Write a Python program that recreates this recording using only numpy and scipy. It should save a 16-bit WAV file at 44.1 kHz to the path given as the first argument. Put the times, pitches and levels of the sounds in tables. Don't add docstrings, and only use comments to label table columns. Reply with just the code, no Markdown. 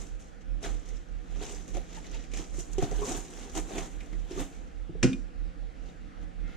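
import sys
import numpy as np
from scipy import signal
from scipy.fft import rfft, irfft, next_fast_len
from scipy.io import wavfile
from scipy.ndimage import uniform_filter1d

SR = 44100
rng = np.random.default_rng(int(sys.argv[2]) if len(sys.argv) > 2 else 0)


def store_pcm(level_fs):
    pcm = np.round(np.clip(level_fs, -1, 1) * 32767).astype(np.int16)
    wavfile.write(sys.argv[1], SR, np.atleast_2d(pcm).T)


N = 289516


def amp(db):
    return 10 ** (np.asarray(db) / 20)


def evened(x):
    return x / np.sqrt(np.mean(x ** 2) + 1e-20)


def read(points, hz):
    f, value = np.transpose(points)
    return np.interp(np.log(hz + 1), np.log(f + 1), value)


def colour(x, points):
    size = next_fast_len(x.shape[-1])
    gain = amp(read(points, np.fft.rfftfreq(size, 1 / SR)))
    return irfft(rfft(x, size) * gain, size)[..., :x.shape[-1]]


def resonate(x, hz, width_hz):
    pole = np.exp((2j * np.pi * hz - np.pi * width_hz) / SR)
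    return 2 * signal.lfilter([1 - abs(pole)], [1, -pole], x).real


def add(mix, start_s, sound):
    part = mix[..., round(start_s * SR):][..., :sound.shape[-1]]
    part += sound[..., :part.shape[-1]]


def ring(modes, seconds, weight_db=0, freedom=1):
    hz, db, t60_s = np.transpose(modes)[:, :, None]
    t = np.arange(round(seconds * SR)) / SR
    decay = amp(db + weight_db - 60 * t / (t60_s * freedom))
    out = (decay * np.sin(2 * np.pi * hz * t)).sum(0)
    return out / abs(out).max()


def damped(sound, rise_s, hold_s, left):
    t = np.arange(len(sound)) / SR
    swell = 1 - np.exp(-t / rise_s)
    grip = left + np.exp(-(np.maximum(t - hold_s, 0) / 0.0025) ** 2)
    out = sound * swell * grip
    return out / abs(out).max()


LOWER_ORDER_HZ, BEAT_HZ = 37.984, 4.913
UPPER_DB, OUTER_DB = -0.5, -26
IN_STEP_S = 0.14
HUM_LEFT_DB, HUM_LEFT_LAG_CYCLES = -13, 0.32
# (time [s], peak level [dB])
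HUM_LEVEL = [(0.13, -34.5), (0.32, -49), (0.52, -29), (0.74, -30), (1.05, -36.5), (1.36, -31.5),
             (1.56, -39.5), (1.77, -30), (1.96, -43), (2.16, -34), (2.56, -34.5), (2.78, -31),
             (2.97, -27.5), (3.37, -45.5), (3.58, -33), (3.9, -38.5), (4.18, -30.5), (4.6, -40.5),
             (4.8, -35), (5.2, -35), (5.41, -31), (5.63, -34.5), (6.03, -42.5), (6.44, -31)]
# (time [s], lateness [ms])
THROB_LATE = [(0.05, 31), (0.4, -26), (1.25, 0), (1.5, 12), (2.04, -15), (2.44, -22), (2.85, -18),
              (3.3, -8), (3.73, 8), (4.06, -53), (4.3, -1), (5.2, -21), (5.55, 8), (6.35, -22)]


def idle():
    t = np.arange(N) / SR
    late_s = np.interp(t, *np.transpose(THROB_LATE)) / 1e3
    beat = np.exp(2j * np.pi * BEAT_HZ * (t - IN_STEP_S - late_s))
    orders = 1 + amp(UPPER_DB) * beat + amp(OUTER_DB) * (1 / beat + beat ** 2)
    swing = amp(np.interp(t, *np.transpose(HUM_LEVEL))) * orders
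    left_port = amp(HUM_LEFT_DB) * np.exp(-2j * np.pi * HUM_LEFT_LAG_CYCLES)
    ports = np.array([[left_port], [1]])
    hum = (ports * swing * np.exp(2j * np.pi * LOWER_ORDER_HZ * t)).imag
    throb = abs(swing) / abs(swing).max()
    return hum, throb


AIR_MID_DB, AIR_SIDE_DB = -55.5, -57
# (frequency [Hz], relative density [dB per Hz])
AIR_MID = [(38, -63), (65, -33), (103, -5.5), (182, 2.5), (204, 1.5), (309, 1), (338, -18), (511, -9.5),
           (688, -15), (771, -9.5), (970, -31), (1280, -15), (1720, -14.5), (7450, -34), (11000, -47),
           (15500, -75)]
# (frequency [Hz], relative density [dB per Hz])
AIR_SIDE = [(38, -64), (65, -18), (86, -15.5), (182, -13), (371, -15.5), (416, -19), (455, -29),
            (672, -17.5), (771, -24.5), (1340, -25), (3750, -43.5), (6640, -45), (11000, -53), (15500, -78)]
# (frequency [Hz], width [Hz], level in the sum before throb [dB])
DRONES = [(28.3, 11.7, -53.5), (60.3, 9.5, -54.5), (84, 15, -65.5), (173.3, 3.1, -59), (223.3, 7.1, -75.5),
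          (302, 1.8, -63), (471, 16, -63.5), (522.4, 8.5, -67.5)]


def air(throb):
    frames, hz = N // 256 + 5, np.fft.rfftfreq(1024, 1 / SR)
    re, im = rng.standard_normal((frames, 513, 2, 2)).T
    patches = uniform_filter1d(rng.standard_normal((frames, 513)).T, 10, 0)
    patches = evened(uniform_filter1d(patches, 14, 1))
    gusts = evened(uniform_filter1d(rng.standard_normal(frames), 40))
    density_db = np.array([read(AIR_MID, hz), read(AIR_SIDE, hz)])[..., None]
    spectrum = (re + 1j * im) * amp(density_db + 1.7 * patches + 0.7 * gusts)
    mid, side = signal.istft(spectrum, nperseg=1024, noverlap=768)[1][:, :N]
    out = np.array([amp(AIR_MID_DB) * evened(mid), amp(AIR_SIDE_DB) * evened(side)])
    for f, width_hz, db in DRONES:
        panel = evened(resonate(rng.standard_normal((2, N)), f, width_hz))
        out += amp([[db], [db - 3.5]]) * panel * (0.59 + 0.5 * throb)
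    return out


SLIDE_S, SLIDE_DB = 6.41, -67
# (frequency [Hz], width [Hz], relative level [dB])
SLIDE = [(1390, 100, 3), (1750, 260, 2), (2110, 130, 3.5), (2520, 380, -3.5), (3300, 440, -9)]


def slide():
    t = np.arange(N - round(SLIDE_S * SR)) / SR
    rub = rng.standard_normal((2, len(t)))
    bands = 0
    for hz, width_hz, db in SLIDE:
        twice = resonate(resonate(rub, hz, width_hz), hz, width_hz)
        bands = bands + amp(db) * evened(twice)
    out = np.zeros((2, N))
    add(out, SLIDE_S, amp(SLIDE_DB) * bands * np.minimum(t / 0.049, 1))
    return out


def stones(per_s, cycles, count):
    out, t = np.zeros((2, N)), np.arange(600) / SR
    for hz in np.geomspace(900, 12000, count):
        strength = amp(3.4 * np.minimum(rng.exponential(1, N), 4))
        snaps = strength * (rng.random(N) < per_s / count / SR)
        phase = [[0], [2 * np.pi * rng.random()]]
        tone = np.exp(-t * hz / cycles) * np.sin(2 * np.pi * hz * t + phase)
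        out += signal.oaconvolve(snaps[None], tone * hz / 3000, axes=1)[:, :N]
    return evened(out)


# (frequency [Hz], relative density [dB per Hz])
GRIT = [(530, 5.5), (900, -25), (1200, 1), (1500, -13), (1800, -3.5), (1950, -1.5), (2540, -4.5),
        (4390, -6.5), (6120, 8.5), (7150, 8.5), (9500, -5), (15500, -17)]
# (peak time [s], fine fizz level [dB], rise over 20 dB [s], fall over 20 dB [s],
# coarse rasp over fizz [dB], board rumble over fizz [dB])
SCUFFS = [(0.005, -52.5, 0.068, 0.15, -11, 0), (0.198, -61.5, 0.0074, 0.17, -8, -5),
          (0.42, -73, 0.024, 0.021, 9, -15), (0.645, -49, 0.031, 0.14, -3, 8),
          (0.92, -67, 0.42, 0.29, 3, 5.5), (1.36, -66.5, 0.25, 0.18, 3.5, 11),
          (1.426, -51, 0.041, 0.24, 0, 4), (1.51, -53.5, 0.19, 0.22, -11, 1.5),
          (1.68, -64, 0.039, 0.21, -10, 4.5), (1.753, -55.5, 0.027, 0.13, -1, 9),
          (1.97, -58, 0.19, 0.083, 0, 4.5), (2.07, -61.5, 0.11, 0.049, 5.5, 7.5),
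          (2.14, -63, 0.064, 0.27, 8.5, 7.5), (2.374, -49, 0.048, 0.13, -2, 3),
          (2.598, -47, 0.091, 0.084, -12, -6.5), (2.73, -56, 0.027, 0.034, -17, -17),
          (2.825, -48, 0.031, 0.07, -3, 10), (3.0, -54.5, 0.54, 0.21, -24, 8),
          (2.86, -66, 0.037, 0.048, -4, 12), (3.179, -49, 0.083, 0.019, -14, 4.5),
          (3.103, -40, 0.12, 0.15, -22, 2.5), (3.43, -55, 0.46, 0.15, -4.5, 5),
          (3.579, -42.5, 0.064, 0.055, -19, 5), (3.782, -46, 0.17, 0.17, -18, 5.5),
          (4.05, -66.5, 0.68, 1, -4.5, 8), (4.32, -61.5, 0.083, 0.11, 2, 13.5),
          (4.403, -45.5, 0.089, 0.068, -7, 7), (4.52, -64, 0.065, 0.26, -3.5, 2),
          (5.886, -73.5, 0.21, 0.15, 6, 12), (6.236, -71.5, 0.072, 0.027, -1, 12.5),
          (6.5, -81, 0.083, .6, 16, 22.5)]


def scuffs():
    t = np.arange(N) / SR
    sizes = (300, 500, 500, 900)
    grip = [evened(uniform_filter1d(rng.standard_normal(N), size)) for size in sizes]
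    grains = rng.standard_normal((2, N)) + 0.53 * stones(1200, 5.3, count=30)
    grit = colour(grains, GRIT)
    above = signal.butter(4, 4700, "high", fs=SR, output="sos")
    below = signal.butter(4, 4700, fs=SR, output="sos")
    fizz = signal.sosfilt(above, grit) * amp(0.92 * grip[0] + 1.04 * grip[1])
    rasp = signal.sosfilt(below, grit) * amp(1.4 * grip[0] + 2.3 * grip[2])
    shaking = grains * amp(1.3 * grip[3])
    rumble = sum(amp(db) * resonate(shaking, hz, 53) for hz, db, _ in DECK[2:])
    power = np.zeros((3, N))
    for s, db, rise_s, fall_s, rasp_db, rumble_db in SCUFFS:
        drag_db = db - 20 * np.maximum((s - t) / rise_s, (t - s) / fall_s)
        power += amp([[0], [rasp_db], [rumble_db]]) ** 2 * amp(drag_db) ** 2
    return sum(np.sqrt(p) * evened(layer) for p, layer in zip(power, (fizz, rasp, rumble)))


# (time [s], peak level [dB], pitch of the loudest stone [Hz],
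# its share [dB], t60 [s], brightness [dB per octave])
CRUNCHES = [(0.627, -36.5, 5770, -3, .1, -5), (0.64, -39, 1500, 7, 0.14, -13),
            (0.858, -47, 6150, 0, 0.084, -4), (0.8853, -45.5, 6200, 6, .1, -6),
            (1.413, -42.5, 3660, 9, .1, -8), (1.677, -40, 6400, -4, 0.18, -11),
            (1.749, -45, 2310, 1, 0.056, -3), (1.7676, -33.5, 3600, -15, .06, -5.5),
            (1.979, -45.5, 1760, 1, 0.12, 1), (2.042, -47, 2100, 6, .08, -4),
            (2.065, -49, 4200, 2, .05, -4), (2.113, -40.5, 6300, 0, 0.045, -8),
            (2.1432, -40, 2530, 2, 0.088, -6), (2.238, -43, 2330, -2, 0.055, -4),
            (2.315, -44, 2380, -4, 0.066, -4), (2.3341, -32.5, 2370, -8.5, 0.11, -4.5),
            (2.5389, -37.5, 6300, -27, 0.088, -7.5), (2.731, -38, 6600, 11, 0.055, -7),
            (2.781, -30.5, 3200, -8.5, 0.16, -3.5), (2.8232, -29.5, 6160, -5, 0.13, -11),
            (2.842, -30, 3980, -8.5, 0.037, -9), (1.489, -46, 3000, -2, 0.061, -3),
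            (1.529, -52, 6500, 0, .05, 3), (3.09, -39, 2500, -2, .05, 5),
            (2.911, -31.5, 6600, -14, 0.12, -9), (2.96, -36, 6270, -7, 0.096, -8.5),
            (3.018, -38.5, 6200, 10, 0.052, -5), (3.049, -31, 6560, -14, 0.19, -2),
            (3.118, -30, 6100, 4, 0.04, -13), (3.163, -34.5, 7100, -9, 0.16, 16),
            (3.334, -45, 6300, 12, 0.1, 6), (3.494, -34, 5900, -11, 0.082, -7),
            (3.5506, -33.5, 2820, -9, 0.052, 0), (3.573, -28.5, 6230, -3, 0.049, 4),
            (3.692, -40, 6300, -13, .1, -6), (3.779, -30.5, 2180, -6, 0.12, -3),
            (4.003, -42, 2240, 6, 0.079, -11), (4.127, -40, 1900, -12, 0.11, -10),
            (4.4, -34, 1840, -7, 0.23, 15)]


def crunches():
    out, t = np.zeros((2, N)), np.arange(SR // 5) / SR
    for s, db, hz, stone_db, t60_s, tilt_db in CRUNCHES:
        burst = rng.standard_normal((2, len(t))) * amp(-60 * t / t60_s) * np.minimum(t / 0.0022, 1)
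        grain = evened(uniform_filter1d(rng.standard_normal(len(t)), size=90))
        burst = burst * amp(2.25 * grain)
        tilt = [(1000, -2 * tilt_db), (16000, 2 * tilt_db)]
        spray = evened(colour(colour(burst, GRIT), tilt))
        crunch = spray + amp(stone_db) * evened(resonate(burst, hz, 0.13 * hz))
        add(out, s, amp(db) * crunch / abs(crunch).max())
    return out


OWN_DB, OWN_T60_S = 9, 0.32
# (frequency [Hz], relative level [dB], undamped t60 [s])
DECK = [(72.5, -14, 0.067), (106, 19, 0.18), (134, 4, 0.48), (162, -5, 0.21), (230, 2.5, 0.4),
        (257, 10.5, 0.32), (321, 14, 0.18), (373, -4.5, 0.036), (390, 7.5, 0.19), (412, 3.5, 0.74),
        (478, 1, 0.11), (590, -10, 0.12), (672, 10.5, 0.049), (745, 4.5, 0.27), (907, -13, 0.095),
        (1040, -20, 0.11)]


def board(hz, db_per_octave, rise_s, hold_s):
    modes = DECK + [(hz, OWN_DB, OWN_T60_S)]
    near_db = -db_per_octave * abs(np.log2(np.transpose(modes)[0] / hz))[:, None]
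    return damped(ring(modes, 0.42, near_db), rise_s, hold_s, 0.071)


# (time [s], board peak level [dB], board pitch [Hz], free ring [s],
# clack pitch [Hz], clack over board [dB], thud over board [dB])
KNOCKS = [(0.629, -44, 370, 0.015, 685, 0.5, -6), (0.66, -39, 703, 0.014, 420, -13, -6),
          (1.412, -39.5, 426, 0.032, 754, -9, -11), (1.75, -34, 349, 0.035, 685, -14, -15),
          (1.7685, -39, 565, 0.014, 700, 5, -18), (1.973, -43.5, 880, 0.013, 870, -24, -26),
          (2.143, -54, 566, 0.022, 890, 5, -11), (2.394, -35.5, 339, 0.016, 807, -10, -7.5),
          (2.583, -35.5, 346, 0.027, 726, -25, -4.5), (2.742, -60, 397, .02, 690, -12, -6),
          (2.782, -23, 382.3, 0.022, 739, -12.5, -16), (2.825, -28.5, 706, 0.024, 300, 0.5, -1),
          (2.829, -25.5, 146, 0.0089, 1100, -18, -12), (2.917, -33.5, 427, 0.023, 733, -4, -5),
          (2.989, -38, 414, 0.03, 723, -7, -17), (3.018, -29.5, 416, 0.038, 990, -8, -13),
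          (3.028, -36.5, 1093, 0.011, 703, 0, -9), (3.079, -37, 264, 0.03, 624, -15, -18),
          (3.113, -32.5, 329, 0.018, 747, -3, -15), (3.145, -38, 279, 0.012, 1140, -5, -18),
          (3.172, -41.5, 335, 0.021, 848, -5, -0.5), (3.553, -43, 394, 0.023, 784, 7, -12),
          (3.566, -33.5, 331, 0.035, 786, -2, -32), (3.707, -40.5, 373, 0.027, 649, -1, -58),
          (3.781, -32, 348, 0.019, 677, -2.5, -16), (3.819, -43, 290, 0.014, 704, 2, -1),
          (4.129, -44.5, 346, 0.042, 650, -10, -19.5), (4.311, -35.5, 357, 0.032, 680, -23, -23),
          (4.364, -32, 357, 0.014, 755, -28, -12), (4.375, -33, 385, 0.014, 1184, -9, -15),
          (4.399, -32, 277, 0.037, 695, -25, -7.5), (4.894, -37, 339, 0.036, 624, -17, -2),
          (4.952, -36.5, 440, 0.018, 640, -18, -6), (6.436, -47.5, 244, 0.02, 680, -22, 4.5)]


def steps():
    out, thud = np.zeros(N), board(152.2, 28.5, 0.0023, 0.022)
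    for s, db, hz, hold_s, clack_hz, clack_db, thud_db in KNOCKS:
        knock = board(hz, 65, 0.00056, hold_s)
        clack = board(clack_hz, 14.0, 0.00054, hold_s)
        add(out, s, amp(db) * (knock + amp(clack_db) * clack))
        add(out, s, amp(db + thud_db) * thud)
    return out


# (time [s], blade level [dB], crack level [dB],
# crack t60 [s], thump level [dB], blade decay factor [ratio], free ring of post [s],
# pitch around which the post is struck [Hz], fall of its other modes [dB per octave])
BLOWS = [(5.028, -23, -14, 0.055, -18.5, 0.43, 0.027, 252, 4.5),
         (5.037, -32, -25.5, 0.15, -10.5, .4, 0.023, 260, 3.5),
         (5.068, -57, -43, 0.056, -23.5, 0.72, 0.026, 140, 7),
         (5.098, -57, -53, 0.07, -26, 0.72, 0.0267, 249, 24),
         (5.129, -27, -36, 0.032, -31, 0.93, 0.02, 207, 30)]
# (frequency [Hz], relative level [dB], t60 before the decay factor [s])
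BLADE = [(1420, -8, 0.055), (2444, 11, 0.078), (2700, 3, .05), (2930, 9, 0.03), (3220, 7, .022),
         (3630, 9, 0.035), (4730, 2, 0.03)]
# (frequency [Hz], relative density [dB per Hz])
CRACK = [(410, -38), (700, -15), (950, -12), (1150, -9), (1400, 1), (1760, -8), (2490, -3.5), (3600, -16),
         (4300, -14), (4890, -9), (5700, -8), (7600, -14), (15500, -44)]
# (frequency [Hz], relative level [dB], undamped t60 [s])
POST = [(72, -11, 0.22), (104, -9, 0.14), (139.8, 3, 0.24), (174, -17, 0.15), (214, -4, 0.26),
        (254.6, 4.5, 0.18), (355, 7.5, 0.064), (417, -17, 0.095), (492, -2.5, 0.13), (616, -7, 0.045),
        (745, -7.5, 0.053), (1046, -13.5, 0.15), (1115, -19, 0.071)]


def hatchet():
    wood, steel, t = np.zeros(N), np.zeros(N), np.arange(SR // 5) / SR
    onset = np.minimum(t / 0.0025, 1)
    for s, blade_db, crack_db, t60_s, thump_db, freedom, hold_s, post_hz, focus_db in BLOWS:
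        crack = colour(rng.standard_normal(len(t)), CRACK) * amp(-60 * t / t60_s)
        near_db = -focus_db * abs(np.log2(np.transpose(POST)[0] / post_hz))[:, None]
        thump = damped(ring(POST, .4, near_db), 0.0055, hold_s, 0.051)
        add(wood, s, onset * amp(crack_db) * crack / abs(crack).max())
        add(wood, s, amp(thump_db) * thump)
        add(steel, s, onset * amp(blade_db) * ring(BLADE, len(t) / SR, freedom=freedom))
    return wood, steel


def smear(x):
    taps = rng.standard_normal(400) * amp(-30 * np.arange(400) / 400)
    return signal.oaconvolve(x, taps / np.linalg.norm(taps))[:N]


# (frequency [Hz], t60 [s])
YARD = [(100, 0.19), (500, 0.39), (2000, 0.21), (8000, 0.46)]


def yard(x):
    taps = np.zeros((2, SR // 2))
    slots = np.arange(200, SR // 2 - 20, 20)
    at = slots + rng.integers(0, 20, (2, len(slots)))
    np.put_along_axis(taps, at, rng.choice([-1., 1.], at.shape), 1)
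    hz, t, z = signal.stft(taps, SR, nperseg=256)
    tail = signal.istft(z * amp(-60 * t / read(YARD, hz)[:, None]), SR, nperseg=256)[1]
    return signal.fftconvolve(x, tail / np.linalg.norm(tail[0]), axes=1)[:, :N]


STEEL_ECHO_DB, FEET_ECHO_DB = -16, -9.5
# (frequency [Hz], gain [dB])
POST_ECHO = [(150, -7), (500, -10), (1500, -2.5), (6000, -11.5)]
# (frequency [Hz], gain [dB])
PORT_SUM = [(600, 1), (850, -2), (1040, -4), (1250, -2.5), (3800, 4), (4500, 1), (5300, -0.5)]
# (frequency [Hz], gain [dB])
PORTS = [(60, 13), (99, -20), (160, -1), (270, -12), (450, -14), (620, -3), (800, -2.5), (1220, -3),
         (2010, -6.5), (3330, -4), (5500, -2.5), (9080, 0.5), (15000, -0.5)]


def scene():
    hum, throb = idle()
    wood, steel, knocks = (np.array([x, smear(x)]) for x in (*hatchet(), steps()))
    feet = scuffs() + crunches() + slide()
    sent = colour(wood, POST_ECHO) + amp(STEEL_ECHO_DB) * steel + amp(FEET_ECHO_DB) * (knocks + feet)
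    near = wood + knocks + steel + feet + yard(sent)
    ports = np.array([colour(near[0], PORT_SUM), colour(near[1], PORTS)])
    mid, side = ports + air(throb)
    return hum + np.array([mid + side, mid - side])


EDGE_HZ = 15630
# (frequency [Hz], gain [dB])
TREBLE = [(9000, 0.5), (12000, -4.5), (15500, -10)]


def record(dry):
    dull = colour(dry, TREBLE)
    band_limit = signal.firwin(1023, EDGE_HZ, window=("kaiser", 9), fs=SR)
    return signal.oaconvolve(dull, band_limit[None], "same")


dry = scene()
out = record(dry)
store_pcm(out)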